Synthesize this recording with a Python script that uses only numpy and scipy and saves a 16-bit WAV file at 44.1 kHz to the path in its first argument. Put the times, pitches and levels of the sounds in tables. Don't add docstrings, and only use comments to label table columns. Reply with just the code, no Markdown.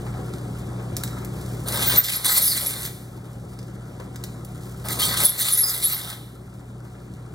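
import sys
import numpy as np
from scipy import signal
from scipy.fft import rfft, irfft, next_fast_len
from scipy.io import wavfile
from scipy.ndimage import uniform_filter1d

SR = 44100
rng = np.random.default_rng(int(sys.argv[2]) if len(sys.argv) > 2 else 0)


def bounce(signal):
    frames = np.transpose(np.atleast_2d(signal))
    limited = np.clip(frames, -1, 1)
    pcm = np.round(limited * 32767).astype(np.int16)
    wavfile.write(sys.argv[1], SR, pcm)


def nominal_scale(level):
    x = np.asarray(level, float) / 20
    return 10 ** x


N = 323880

# file down in seconds, file up in seconds.
STROKES = [
    (1.654, 2.9),
    (4.838, 6.16),
]


def column(rows, t):
    s, *rest = np.transpose(rows)
    return [np.interp(t, s, c) for c in rest]


def rms_one(x):
    return x / np.sqrt(np.mean(x ** 2) + 1e-20)


def band(x, low_hz, high_hz, order=2):
    sos = signal.butter(order, [low_hz, min(high_hz, SR / 2.3)], "band", fs=SR, output="sos")
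    return signal.sosfilt(sos, x)


def drift(rate_hz, size=N):
    r = np.exp(-2 * np.pi * rate_hz / SR)
    settle = 8000
    noise = rng.standard_normal(size + settle)
    return rms_one(signal.lfilter([1], [1, -2 * r, r * r], noise)[settle:])


def resonate(x, hz, width_hz):
    r = np.exp(-np.pi * width_hz / SR)
    poles = [1, -2 * r * np.cos(2 * np.pi * hz / SR), r * r]
    return signal.lfilter([(1 - r * r) / 2, 0, (r * r - 1) / 2], poles, x)


def grit(per_s, spread_db):
    sizes = nominal_scale(spread_db * np.minimum(rng.exponential(1, N), 5)) * rng.choice([-1, 1], N)
    return rms_one(sizes * (rng.random(N) < per_s / SR))


def burst(s, crack_s, t60, tail_db):
    t = np.arange(round(.15 * SR)) / SR
    return round(s * SR), np.exp(-t / crack_s) + nominal_scale(tail_db - 60 * t / t60)


def patchy(x, patch_db):
    _, _, z = signal.stft(x, SR, nperseg=512)
    patches = uniform_filter1d(rng.standard_normal(z.shape), size=11, axis=0)
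    patches = uniform_filter1d(patches, size=7, axis=1)
    return signal.istft(z * nominal_scale(patch_db * rms_one(patches)), SR, nperseg=512)[1][:N]


def ducking_db():
    # time in seconds, gain in dB.
    peaks = [
        (1.982, -11),
        (2.46, -9),
        (5.243, -12.5),
        (5.85, -12),
    ]
    fall_s, hold_s, recover_db_per_s, resting_db = 0.015, 0.12, 2, -2.1
    since = np.arange(N) / SR - np.array(peaks)[:, :1]
    depth = np.array(peaks)[:, 1:] + recover_db_per_s * np.maximum(since - hold_s, 0)
    gains = depth * np.clip(since / fall_s, 0, 1)
    return np.minimum(np.min(gains, axis=0), resting_db)


def motor_and_air():
    # frequency in Hz, density in dB per Hz.
    air = [(33, -49), (52, -7), (100, 3), (200, -1), (400, -6), (700, -14.5), (1300, -19.5), (2000, -26),
           (3000, -27.5), (5500, -37), (9000, -34.5), (12000, -53), (16000, -49.5)]
    # frequency in Hz, level in dB, wander in Hz.
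    lines = [(58.9, -39.5, 1.5), (119.9, -31, 0.58), (154.5, -39.5, 2.5), (188.8, -39.5, 1.75),
             (275, -57, 3), (359, -49, 3.914), (746, -55, 26), (1345, -56.5, 60.0)]
    size = next_fast_len(N)
    hz = np.fft.rfftfreq(size, 1 / SR)
    density_db = column([(np.log(f), d) for f, d in air], np.log(hz + 1))[0]
    murmur = irfft(rfft(rng.standard_normal(size)) * nominal_scale(density_db), size)[:N]
    out = nominal_scale(-33) * rms_one(patchy(murmur, patch_db=1.35))
    for line_hz, db, wander_hz in lines:
        phase = 2 * np.pi * np.cumsum(line_hz + wander_hz * drift(8 + wander_hz)) / SR
        waver_db = min(0.8 + 0.096 * wander_hz, 2.5) * drift(5 + 0.71 * wander_hz)
        out += nominal_scale(db + waver_db) * np.sqrt(2) * np.sin(phase)
    return out


def gearing():
    teeth_per_s, tick_db, case_db = 14, -44.5, -48
    turned = np.cumsum(teeth_per_s * nominal_scale(2.5 * drift(3))) / SR
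    meets = np.diff(np.floor(turned), prepend=0) * nominal_scale(3.2 * rng.standard_normal(N))
    puff = signal.lfilter([1], [1, -.992], meets) * rng.standard_normal(N)
    blow = signal.lfilter([1], [1, -.998], meets) * rng.standard_normal(N)
    case = resonate(blow, 1340, 110)
    return nominal_scale(.5 * ducking_db()) * (nominal_scale(tick_db) * band(puff, 4200, 9500) + nominal_scale(case_db + 20.5) * case)


def crank():
    # time in seconds, peak in dB, ringing in Hz.
    knocks = [(0.064, -30, 754), (0.139, -30.5, 738), (0.169, -33, 668), (0.385, -51, 503),
              (0.791, -34.5, 554), (1.165, -31, 1280), (3.174, -40, 834), (3.998, -31, 501),
              (6.849, -42, 565), (6.949, -40, 580)]
    out = np.zeros(N)
    for s, db, hz in knocks:
        i, shape = burst(s, crack_s=0.017, t60=0.19, tail_db=-5.5)
        soft = uniform_filter1d(shape, size=200, mode="constant")
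        noise = soft * rng.standard_normal(len(shape))
        out[i:i + len(shape)] += nominal_scale(db - 5.0) * (band(noise, 290, 1820) + 3.0 * resonate(noise, hz, 220))
    return out


def carriage():
    slide_db, swing_db, swing_s, slowing_db_per_s = -53, 6.5, 0.4, 0.88
    t = np.arange(N) / SR
    swing = sum(np.clip((t - down + swing_s) / 0.12, 0, 1) * (t < up) for down, up in STROKES)
    level_db = slide_db + swing_db * swing + 0.42 * ducking_db()
    level_db += 2.0 * drift(20) - slowing_db_per_s * t
    return nominal_scale(level_db) * rms_one(band(grit(5000, spread_db=3.0), 2200, 13300, order=1))


def linkage():
    # time in seconds, peak in dB, ringing in Hz, top octave re peak in dB.
    ticks = [(0.337, -25.5, 3670, -37), (0.383, -31, 4840, -18.5), (0.967, -14.5, 13700, -3.5),
             (1.036, -15, 3890, -3), (1.0765, -24, 7550, -15), (1.185, -30, 5630, -15),
             (1.2474, -25.5, 9300, -1), (3.5893, -27.5, 5050, -37), (3.6287, -35.5, 4540, -20),
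             (3.9994, -32, 6060, -17), (4.1586, -22.5, 5030, -17), (4.2382, -17.5, 5420, -8),
             (4.2794, -48, 4630, -16), (4.4483, -32, 9710, 2), (4.7763, -46, 8190, 3),
             (7.1372, -38, 4200, -28)]
    out = np.zeros(N)
    for s, db, hz, top_db in ticks:
        i, shape = burst(s, crack_s=.002, t60=.095, tail_db=-8.0)
        noise = shape * rng.standard_normal(len(shape))
        tick = band(noise, 1550, 8600)
        tick -= nominal_scale(top_db + 3.5) * band(noise, 9500, 19000)
        tick -= 0.36 * band(noise, 500, 2200, order=1)
        tick += 2.0 * resonate(noise, hz, 110)
        out[i:i + len(shape)] += (nominal_scale(db - 8) * tick)[:N - i]
    return out


def pressure():
    # start in seconds, length in seconds, grit in dB, body re grit in dB.
    bites = [(1.669, 0.018, -33.5, -7), (1.72, 0.087, -35.5, 2), (1.803, .17, -30, -2),
             (2.03, 0.018, -29, -10.5), (2.067, 0.072, -33, -4.5), (2.11, 0.036, -33, -4.5),
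             (2.242, 0.14, -25, -7), (2.403, 0.12, -28, -16.5), (2.555, 0.063, -33, -9),
             (2.64, 0.085, -36, -9.5), (2.77, 0.098, -44, -13), (4.885, 0.056, -35.5, -0.5),
             (4.985, 0.074, -27.5, -4), (5.076, 0.061, -33.5, 0), (5.16, 0.038, -28.5, -7.5),
             (5.193, 0.058, -34, -1), (5.227, 0.025, -24.5, -21), (5.376, 0.046, -26.5, -11),
             (5.429, 0.062, -29, -5), (5.498, .11, -32.5, -13.5), (5.655, 0.042, -32.5, -19.5),
             (5.726, 0.024, -31.5, -10), (5.814, 0.066, -35, -10), (5.884, 0.059, -36.5, -7),
             (6.014, 0.039, -65, -1), (6.094, 0.032, -60, 21.5)]
    attack_s, release_s = 0.015, 0.026
    blade_share, blade_db, vice_db = .6, 0, -2.5
    t = np.arange(N) / SR
    touching = sum(np.clip((t - down) / 0.017, 0, 1) * np.clip((up - t) / 0.033, 0, 1)
                   for down, up in STROKES)

    def spread(db, body_db):
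        return nominal_scale(db + np.array([[0], [blade_db + blade_share * body_db], [vice_db + body_db]]))

    power = (touching * spread(-43.5, -1.5)) ** 2
    for s, length, db, body_db in bites:
        x = np.arange(round(.3 * SR)) / SR
        shape = np.clip(x / attack_s, 0, 1) * np.exp(-np.maximum(x - length, 0) / release_s)
        i = round(s * SR)
        power[:, i:i + len(x)] += (shape * spread(db, body_db)) ** 2
    frame = touching * nominal_scale(-33.5 + 1.26 * ducking_db())
    return [*np.sqrt(power), frame]


def file_strokes():
    # frequency in Hz, width in Hz, level in dB.
    blade = [(1290, 51, 4), (1570, 38, 5.5), (1980, 330, 4), (3670, 440, -0.5), (4164, 81, 3.5),
             (4280, 70, -25), (8930, 900, 2.5), (9800, 640, 4), (11100, 1400, 8), (12400, 800, 9),
             (14050, 600, 9), (14300, 249.7, -11.5), (15240, 320, -4)]
    teeth = grit(9000, spread_db=1.5) * nominal_scale(1.0 * drift(52) + 1.9 * drift(300))
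    modes = sum(nominal_scale(db + 3.6 * drift(8.65)) * resonate(teeth, hz, w) for hz, w, db in blade)
    body = patchy(teeth + nominal_scale(-3) * modes, patch_db=2.5)
    edges_hz = [19000, 5000, 2600, 750, 70]
    out = np.zeros(N)
    for k, (gain, wide_db) in enumerate(zip(pressure(), [4.78, 2.4, 0.22, 0.57])):
        region = (-1) ** k * rms_one(band(body, edges_hz[k + 1], edges_hz[k]))
        out += gain * nominal_scale(wide_db) * region
    return out


def tooth_catches():
    # time in seconds, peak in dB.
    catches = [(1.6846, -12), (1.7235, -10.5), (1.9602, -5), (2.0418, -20), (2.246, -5), (2.662, -15),
               (2.785, -37), (2.8306, -16.5), (2.8517, -13.5), (4.8551, -40), (4.8854, -11), (5, -13.5),
               (5.173, -9), (5.4022, -12.5), (5.4505, -25), (5.7362, -26), (6.0541, -35), (6.1005, -17.5),
               (6.138, -27)]
    out = np.zeros(N)
    for s, db in catches:
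        i, shape = burst(s, crack_s=.003, t60=.1, tail_db=-10.0)
        noise = band(rng.standard_normal(len(shape)), 1800, 19000)
        out[i:i + len(shape)] += nominal_scale(db - 10.5) * shape * noise
    return out


def squeals():
    # start in seconds, length in seconds, pitch in Hz, level in dB.
    rough = [(1.791, 0.043, 11150, -30), (1.862, 0.043, 15350, -11.5), (5.639, .041, 15000, -27),
             (5.874, 0.029, 11950, -24.5), (2.119, 0.074, 11050, -28.5), (2.156, .017, 11430, -14),
             (2.261, 0.071, 4100, -26.5), (2.351, 0.044, 4310, -25), (2.363, 0.044, 11020, -21.5),
             (2.472, 0.051, 4880, -22.5), (2.569, 0.023, 4070, -24), (2.659, .03, 11250, -19),
             (4.997, 0.14, 4420, -27.5), (5.015, 0.048, 3190, -23), (5.241, .029, 11070, -8),
             (5.517, 0.037, 10870, -12.5)]
    # start in seconds, length in seconds, pitch in Hz, level in dB.
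    whistles = [
        (1.968, 0.037, 13810, -7.5),
        (2.035, .06, 13830, -33),
        (2.298, 0.044, 7720, -22),
        (4.99, 0.11, 1245, -31.5),
        (5.629, 0.079, 5015, -21),
    ]
    # start and length in seconds, start and end in Hz, level in dB.
    slides = [
        (2.412, 0.08, 11500, 10970, -16),
        (2.458, 0.083, 10550, 8950, -24.5),
        (2.508, 0.048, 4500, 4370, -22.5),
        (5.283, .027, 11800, 10940, -16),
        (5.569, .084, 11430, 11100, -13.5),
        (5.835, 0.041, 10730, 11470, -11.5),
        (5.914, .043, 13100, 13580, -20),
    ]
    rows = [(s, length, hz, hz, 246.7, db) for s, length, hz, db in rough]
    rows += [(s, length, hz, hz, 0.0068 * hz, db) for s, length, hz, db in whistles]
    rows += [(s, length, hz, end_hz, 340, db) for s, length, hz, end_hz, db in slides]
    out = np.zeros(N)
    for s, length, start_hz, end_hz, flutter_hz, db in rows:
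        x = np.arange(round(length * SR * 2)) / (length * SR)
        decay_db = -8 * np.minimum(x, 1) ** 2 - 60 * np.maximum(x - 1, 0)
        swell = np.clip(x * length / .011, 0, 1) * nominal_scale(decay_db)
        phase = 2 * np.pi * np.cumsum(start_hz + (end_hz - start_hz) * np.minimum(x, 1)) / SR
        wobble = drift(flutter_hz, size=len(x)) + 1j * drift(flutter_hz, size=len(x))
        flutter = 0.8 + 0.54 * wobble
        i = round(s * SR)
        out[i:i + len(x)] += nominal_scale(db) * swell * np.real(flutter * np.exp(1j * phase))
    return out


def echoes(x, t60, dull_hz):
    t = np.arange(round(t60 * SR)) / SR
    tail = band(rng.standard_normal(len(t)), 45, dull_hz, order=1) * nominal_scale(-60 * t / t60)
    return signal.fftconvolve(x, tail / np.sqrt(np.sum(tail ** 2)))[:N]


def scene():
    machine = file_strokes() + tooth_catches() + carriage() + linkage() + crank() + gearing()
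    tones = squeals()
    duck = nominal_scale(ducking_db())
    shop = duck * echoes((machine + .5 * tones) / duck, .75, dull_hz=15000)
    front = machine + tones + nominal_scale(-9.5) * shop + duck * motor_and_air()
    return np.array([front, echoes(front, .2, dull_hz=19000)])


def starve(mid, side, mid_db, side_db, waver_db, jump_db):
    frames = dict(window="cosine", nperseg=2048, noverlap=1024)
    hz, _, (m, s) = signal.stft(np.array([mid, side]), SR, **frames)
    group = np.searchsorted(np.geomspace(2050, 16600, 32), hz)
    starts = np.unique(group, return_index=True)[1]
    mid_power, side_power = [np.add.reduceat(abs(z) ** 2, starts) + 1e-20 for z in (m, s)]
    ratio_db = 10 * np.log10(mid_power / side_power)
    waver = uniform_filter1d(rng.standard_normal(ratio_db.shape), size=3)
    ratio_db = (ratio_db + waver_db * waver)[group]
    treble_db = 10 * np.log10(side_power[1:].sum(axis=0))
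    thrifty = (group > 0)[:, None] & (np.diff(treble_db, prepend=0) < jump_db)
    m = m * ~(thrifty & (ratio_db < mid_db))
    s = s * ~(thrifty & (ratio_db > -side_db))
    return signal.istft(np.array([m, s]), SR, **frames)[1][:, :N]


def roll_off(x):
    return signal.sosfilt(signal.butter(12, 16780, fs=SR, output="sos"), x)


def record(dry):
    # frequency in Hz, left lead in radians, left-right in dB, diffuse share in dB.
    responses = [(110, 0, 0, -36), (330, 0, 1.2, -13), (600, .5, 2.2, -7), (900, .9, 2, -6.5),
                 (1400, .9, 1, -6.5), (1800, -.5, -1, -6.5), (2350, -2.3, -1, -9), (2750, -3.14, 0, -18),
                 (3150, -3.95, 0, -15), (4150, -5.8, 0, -15), (5300, -5.65, 0, -13), (6100, -6.2, 0, -17),
                 (7300, -5.15, 0, -11), (8700, -6.3, 0, -17), (16000, -7.25, 0, -11)]
    size = next_fast_len(N + 2048)
    log_hz = np.log(np.fft.rfftfreq(size, 1 / SR) + 1)
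    turn, lean_db, diffuse_db = column([(np.log(p[0]), *p[1:]) for p in responses], log_hz)
    front, around = rfft(dry, size)
    sign = np.array([[1], [-1]])
    ports = front + sign * nominal_scale(diffuse_db) * around
    ports = ports * nominal_scale(sign * lean_db / 2) * np.exp(.5j * sign * turn)
    low_pass = signal.ellip(8, .5, 35, 15850, fs=SR, output="sos")
    left, right = signal.sosfilt(low_pass, irfft(ports, size)[:, :N])
    mid, side = starve((left + right) / 2, (left - right) / 2,
                       mid_db=-7.5, side_db=-11.5, waver_db=3.5, jump_db=6.0)
    rounded = 1.3 * np.tanh((mid + sign * side) / 1.3)
    return roll_off(rounded)


dry = scene()
out = record(dry)
bounce(out)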